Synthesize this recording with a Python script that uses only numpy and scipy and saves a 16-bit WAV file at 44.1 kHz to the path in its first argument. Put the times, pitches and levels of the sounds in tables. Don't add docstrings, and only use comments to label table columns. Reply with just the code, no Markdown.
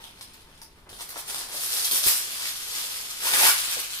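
import sys
import numpy as np
from scipy import signal
from scipy.fft import rfft, irfft
from scipy.io import wavfile

SR = 44100
rng = np.random.default_rng(int(sys.argv[2]) if len(sys.argv) > 2 else 0)


def pcm_store(signal):
    levels = np.round(np.clip(np.atleast_2d(signal), -1, 1) * 32767)
    wavfile.write(sys.argv[1], SR, levels.astype(np.int16).T)


N = 176400
HZ = np.fft.rfftfreq(2048, 1 / SR)
SLACK_SNAPS_PER_S = 3500

LEFT_LEADS_S = [.00012, .00017, .0002, .00024]
PLACES = len(LEFT_LEADS_S)


def amp(db):
    return 10 ** (np.asarray(db) / 20)


def unit_rms(x):
    return x / np.sqrt(np.mean(x ** 2) + 1e-20)


def spectrum(points, hz=HZ):
    f, value = np.transpose(points)
    return np.interp(np.log(hz + 1), np.log(f + 1), value)


def envelope(curve):
    rows = np.array(curve)
    return amp(np.interp(np.arange(N) / SR, rows[:, 0], rows[:, -1], left=-200, right=-200))


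def add(mix, start_s, sound):
    part = mix[max(round(start_s * SR), 0):][:len(sound)]
    part += sound[:len(part)]


def coloured(x, db):
    log_gain = np.log(amp(np.r_[db, db[-2:0:-1]]))
    taps = np.fft.ifft(np.exp(np.conj(signal.hilbert(log_gain)))).real
    return signal.oaconvolve(x, taps)[:len(x)]


def resonate(x, hz, width_hz, stages=1):
    phasor = np.exp(2j * np.pi * np.cumsum(hz * np.ones(len(x))) / SR)
    pole = np.exp(-np.pi * width_hz / SR)
    for _ in range(stages):
        x = 2 * (phasor * signal.lfilter([1 - pole], [1, -pole], x / phasor + 1e-18)).real
    return x


def room_tone():
    # (frequency [Hz], relative density [dB])
    tone = [(20, -3), (35, -0.5), (70, -8.5), (140, -7.5), (220, -12), (370, -10), (600, -19.5),
            (1500, -23.5), (5000, -36), (15000, -42)]
    gain = amp(spectrum(tone, np.fft.rfftfreq(N, 1 / SR)))
    mid, side = irfft(rfft(rng.standard_normal((2, N))) * gain, N)
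    return amp(-58.5) * unit_rms(np.array([mid + 0.27 * side, mid - 0.27 * side]))


def handling_rumble():
    # (time [s], level [dB])
    handling = [(0, -64), (.25, -60.5), (.5, -57), (.65, -61), (.8, -64), (.95, -55), (1.1, -77)]
    # (frequency [Hz], relative density [dB])
    tone = [(20, -5), (32, 5), (50, -11), (75, 4), (105, -20), (150, -10.5), (300, -17), (800, -50)]
    return envelope(handling) * unit_rms(coloured(rng.standard_normal(N), spectrum(tone)))


def snaps(per_s, spread_db):
    size = amp(spread_db * np.minimum(rng.exponential(1, N), 4.5)) * rng.choice([-1, 1], N)
    return size * (rng.random(N) < per_s / SR)


def crackle(curve, tone, per_s, spread_db, facets=16):
    facet_spread_db, ring_s, crossover_hz = 4, .0011, 1100
    clicks = snaps(per_s, spread_db)
    struck_facet = rng.integers(0, facets, N)
    knots_hz = np.geomspace(300, 16000, 16)
    knots_db = facet_spread_db * rng.standard_normal((facets, len(knots_hz)))
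    facet_db = np.array([np.interp(HZ, knots_hz, row) for row in knots_db])
    t = np.arange(2 * len(HZ) - 2) / SR
    rings = rng.standard_normal((facets, len(t))) * np.exp(-t / ring_s)
    ring_power = np.mean((amp(facet_db) * abs(rfft(rings))) ** 2, axis=0)
    tone_db = spectrum(tone) - 10 * np.log10(np.mean(amp(spectrum(tone)) ** 2))
    flex_share = 1 / (1 + ((HZ + 50) / crossover_hz) ** 4)
    facet_db += tone_db + 10 * np.log10((1 - flex_share) / ring_power)
    flex_db = tone_db + 10 * np.log10(flex_share / PLACES)
    gain = envelope(curve)
    flexes = [gain * unit_rms(snaps(per_s, spread_db=2.5)) for _ in range(PLACES)]
    out = np.array([coloured(flex, flex_db) for flex in flexes])
    drive = gain * unit_rms(clicks)
    for k in range(facets):
        ring = coloured(rings[k], facet_db[k])
        out[k % PLACES] += signal.oaconvolve(drive * (struck_facet == k), ring)[:N]
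    return out


def burst(level_db, decay_s, colour_db):
    t = np.arange(SR // 4) / SR
    fade = np.exp(-t / decay_s)
    sound = coloured(rng.standard_normal(len(t)) * fade, colour_db)
    return amp(level_db) * sound * np.linalg.norm(fade) / np.linalg.norm(sound)


def buckling_foil():
    # (time [s], level [dB])
    fingering = [(0, -42.5), (.03, -48.5), (.08, -47), (.13, -56), (.2, -49.5), (.25, -53.5), (.3, -51.5),
                 (.37, -52), (.45, -56.5), (.6, -56.5), (.7, -60), (.79, -56.5), (.83, -62.5), (.88, -63)]
    lifting = [(.89, -47), (.98, -43.5), (1.015, -32.5), (1.04, -46), (1.085, -41.5), (1.13, -41),
               (1.19, -33.5), (1.22, -52), (1.27, -39.5), (1.295, -31.5), (1.35, -36), (1.41, -34.5),
               (1.46, -39.5), (1.53, -34.5)]
    pulling = [(1.52, -34), (1.55, -30), (1.68, -27.5), (1.77, -25.5), (1.85, -27.5), (1.9, -31.5),
               (1.925, -23), (1.98, -23), (2.015, -29.5), (2.07, -16), (2.11, -25), (2.14, -25.5),
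               (2.2, -28.5), (2.26, -41)]
    tautening = [(2.22, -34.5), (2.33, -33), (2.38, -33), (2.45, -28), (2.52, -33.5), (2.6, -36),
                 (2.69, -32.5), (2.76, -29), (2.84, -31), (2.91, -31.5), (3, -33.5), (3.1, -34), (3.2, -37)]
    waving = [(3.53, -33.5), (3.6, -25.5), (3.635, -27.5), (3.67, -29), (3.695, -27), (3.76, -29.5),
              (3.82, -29), (3.88, -37), (3.94, -32), (4, -37.5)]
    # (frequency [Hz], relative density [dB])
    fingering_tone = [(150, -22), (500, -5.5), (880, -3), (1200, -2), (2000, -2.5), (3000, -1),
                      (5000, -3.5), (7000, -12), (10000, -6), (15500, -18.5)]
    lifting_tone = [(150, -16), (400, -7.5), (850, -2), (1500, -2), (2400, -3.5), (3300, -2.5), (4500, 1),
                    (7000, -4.5), (10500, -0.5), (15500, -11.5)]
    pulling_tone = [(100, -38), (400, -16), (800, -13), (1400, -8.5), (2100, -8.5), (3100, -4.5),
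                    (3800, -3), (5400, -1.5), (7000, -5.5), (10000, -0.5), (13000, -3.5), (15500, -12)]
    tautening_tone = [(150, -25.5), (450, -14.5), (800, -11), (1300, -6.5), (1900, -6.5), (2800, -2),
                      (5000, -0.5), (7000, -4.5), (9500, -2), (12500, -4.5), (15500, -14)]
    waving_tone = [(200, -36), (500, -15.5), (800, -12), (1200, -4), (1900, -2.5), (2400, 0), (4500, 0),
                   (7000, -4), (10000, -1.5), (15500, -8.5)]
    slack = [(fingering, fingering_tone), (lifting, lifting_tone), (waving, waving_tone)]
    taut = [(pulling, pulling_tone), (tautening, tautening_tone)]
    out = sum(crackle(curve, tone, SLACK_SNAPS_PER_S, spread_db=5.5) for curve, tone in slack)
    return out + sum(crackle(curve, tone, per_s=2000, spread_db=3.5) for curve, tone in taut)


def fingered_box():
    # (time [s], level [dB])
    touches = [(0, -54), (.05, -49), (.12, -74), (.21, -65), (.27, -69), (.6, -66), (.62, -55), (.66, -80)]
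    rubs = [(.46, -60), (.5, -55), (.55, -73), (.76, -67), (.785, -59), (.83, -71), (.87, -52.5),
            (.9, -51.5), (.94, -64)]
    # (frequency [Hz], relative density [dB])
    rub_tone = [(150, -13), (400, -6), (900, 0.5), (1500, -2), (2500, -10), (6000, -30)]
    ring = resonate(snaps(SLACK_SNAPS_PER_S, spread_db=2), hz=895, width_hz=15)
    rasp = coloured(snaps(SLACK_SNAPS_PER_S, spread_db=2), spectrum(rub_tone))
    out = np.zeros((PLACES, N))
    out[3] = envelope(touches) * unit_rms(ring)
    out[0] = envelope(rubs) * unit_rms(rasp)
    return out


def creasing_foil():
    # (time [s], level [dB], decay [s], treble tilt [dB/octave])
    creases = [(.0403, -30.5, 0.0012, -2.5), (.2099, -30.5, 0.0057, -3), (.335, -41.5, 0.007, -1.5),
               (.527, -50, .002, -17), (.577, -43.5, 0.0024, -1), (.6165, -32, 0.0016, 1.5),
               (.8929, -38.5, 0.0054, -2), (.9293, -38, 0.0037, -4.5), (1.014, -29, 0.0043, 4.5),
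               (1.0894, -24.5, 0.0027, 8), (1.1812, -26, 0.0051, 12), (1.275, -25, .003, 10),
               (1.29, -30, .003, 1), (1.345, -20, 0.0017, -1), (1.359, -24, .001, 2), (1.383, -20, .001, 4),
               (1.417, -29, 0.0011, 0), (1.5414, -29, .003, 2), (1.846, -15.5, 0.0083, 2),
               (1.9119, -9.5, 0.004, 4.5), (1.945, -16.5, .006, 5), (1.98, -22, .004, 5),
               (2.0386, -14, 0.0033, 2), (2.064, -8, 0.0059, 8), (2.108, -9, .003, 12),
               (3.2045, -33, 0.0036, -5), (3.3367, -19, 0.0033, -14), (3.446, -15, 0.0016, -3),
               (3.484, -9, .004, 4), (3.495, -16, 0.0013, -4)]
    # (frequency [Hz], relative density [dB])
    tone = [(200, -29), (900, -7.5), (2000, -9.5), (3200, 2), (5400, 1), (7000, -5.5), (10000, 1.5),
            (15500, -7)]
    treble_octaves = np.log2(np.maximum(HZ / 2400, 1))
    out = np.zeros((PLACES, N))
    for k, (start_s, db, decay_s, tilt_db) in enumerate(creases):
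        colour = spectrum(tone) + tilt_db * treble_octaves
        crack = burst(db + 3, decay_s=0.00086, colour_db=colour)
        add(out[k % PLACES], start_s, crack + burst(db, decay_s, colour))
    return out


def knocking_roll():
    # (time [s], level [dB], decay [s], centre frequency [Hz])
    knocks = [(.617, -47, 0.0055, 920), (.925, -45, 0.0058, 343), (1.159, -31.5, 0.011, 790),
              (1.335, -46, 0.016, 650), (1.542, -41.5, 0.026, 544), (1.73, -45, 0.026, 480),
              (1.912, -43.5, .035, 340), (2.064, -32, 0.013, 590), (3.382, -33, 0.0041, 377),
              (3.68, -48, .008, 420), (3.765, -37.5, 0.022, 490)]
    # (distance from the centre [octaves], relative density [dB])
    knock_shape = [(-2.5, -22), (-1.2, -13), (-.45, 0), (.45, 0), (1.1, -8), (2, -20), (4, -50)]
    # (frequency [Hz], relative density [dB])
    thump_tone = [(25, 6), (70, 3), (120, 0), (200, -2), (400, -12), (2000, -52)]
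    out = np.zeros((PLACES, N))
    for k, (start_s, db, decay_s, hz) in enumerate(knocks):
        colour = np.interp(np.log2((HZ + 1) / hz), *np.transpose(knock_shape))
        add(out[k % PLACES], start_s, burst(db, decay_s, colour))
    thump = burst(level_db=-39, decay_s=0.023, colour_db=spectrum(thump_tone))
    add(out[2], start_s=2.06, sound=thump)
    return out


def tearing_foil():
    # (time [s], level [dB])
    tearing = [(3.2, -31), (3.235, -24.5), (3.265, -20), (3.3, -26.5), (3.34, -15.5), (3.36, -23),
               (3.385, -16.5), (3.41, -18), (3.45, -13.5), (3.49, -18), (3.505, -24), (3.54, -25)]
    box_shake = [(3.22, -44), (3.34, -36.5), (3.4, -37), (3.45, -26), (3.495, -24.5), (3.52, -36)]
    # (frequency [Hz], relative density [dB])
    tone = [(100, -26), (250, -15), (450, -7), (630, -5.5), (850, -6), (1900, 1.5), (2600, 2), (3500, 1.5),
            (5000, 3), (7000, -1.5), (8600, 1.5), (10500, 4), (13000, 1), (15500, -4.5)]
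    # (time [s], frequency [Hz], level [dB])
    glide = [(3.24, 870, -47), (3.27, 890, -33), (3.321, 2450, -49), (3.34, 2163, -19.5),
             (3.361, 1294, -39), (3.41, 840, -37.5), (3.451, 813, -25.5), (3.483, 1190, -28),
             (3.503, 1510, -30)]
    # (frequency [Hz], bandwidth per stage [Hz], relative level [dB])
    modes = [(847, 37, 2), (910, 13, -5), (1155, 71, 3), (1417, 29, 3), (1472, 28, 5), (1642, 48, 7),
             (2280, 57, 4.5), (2890, 370, 7)]
    out = crackle(tearing, tone, per_s=2400, spread_db=2.5)
    teeth = snaps(per_s=2400, spread_db=2.5)
    glide_s, glide_hz, _ = np.transpose(glide)
    ring_hz = np.interp(np.arange(N) / SR, glide_s, glide_hz)
    sheet_ring = resonate(teeth, ring_hz, width_hz=186, stages=2)
    box_ring = sum(amp(db) * unit_rms(resonate(teeth, hz, width, stages=2)) for hz, width, db in modes)
    out[1] += envelope(glide) * unit_rms(sheet_ring)
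    out[2] += envelope(box_shake) * unit_rms(box_ring)
    return out


def kitchen(source, lead_s, size=24000):
    # (frequency [Hz], time to fall 60 dB [s])
    reverb_times = [(150, 0.19), (800, 0.39), (2500, 0.41), (5500, 0.3), (10000, 0.27), (15500, 0.18)]
    # (frequency [Hz], ratio [dB])
    direct_ratio = [(100, 25), (400, 5.5), (1000, 0.5), (3000, -1.5), (15000, -10.5)]
    # (frequency [Hz], left minus right [dB])
    balance = [(100, 1.5), (500, -0.5), (1200, 0.5), (5000, 0.5), (9000, 3), (13500, -3.5)]
    t = np.arange(size) / SR
    echoes_per_s = 1500 + 60000 * t
    echoes = rng.standard_normal((2, size)) * (rng.random((2, size)) < echoes_per_s / SR)
    echoes = echoes / np.sqrt(echoes_per_s) * (t > .002)
    hz, frame_s, bands = signal.stft(echoes, SR, nperseg=256)
    t60 = spectrum(reverb_times, hz)[:, None]
    bands = bands * amp(-60 * frame_s / t60) / np.sqrt(t60)
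    tails = signal.istft(bands, SR, nperseg=256)[1][:, :size]
    direct_db = spectrum(direct_ratio)
    wet_db = -10 * np.log10(1 + amp(direct_db) ** 2)
    out = []
    for side, tail in zip((1, -1), tails):
        direct = np.sinc((t - .0003 + side * lead_s / 2) * SR)
        path = coloured(direct, wet_db + direct_db) + coloured(tail / np.linalg.norm(tail), wet_db)
        path = coloured(path, side * spectrum(balance) / 2)
        out.append(signal.oaconvolve(source, path)[:N])
    return np.array(out)


def scene():
    background = room_tone() + handling_rumble()
    sources = buckling_foil() + fingered_box() + creasing_foil() + knocking_roll() + tearing_foil()
    return background + sum(kitchen(source, lead_s) for source, lead_s in zip(sources, LEFT_LEADS_S))


def record(dry):
    cutoff_hz = 15600
    lowpass = signal.firwin(511, cutoff_hz, window=("kaiser", 9), fs=SR)
    return signal.oaconvolve(dry, lowpass[None], "same")


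dry = scene()
out = record(dry)
pcm_store(out)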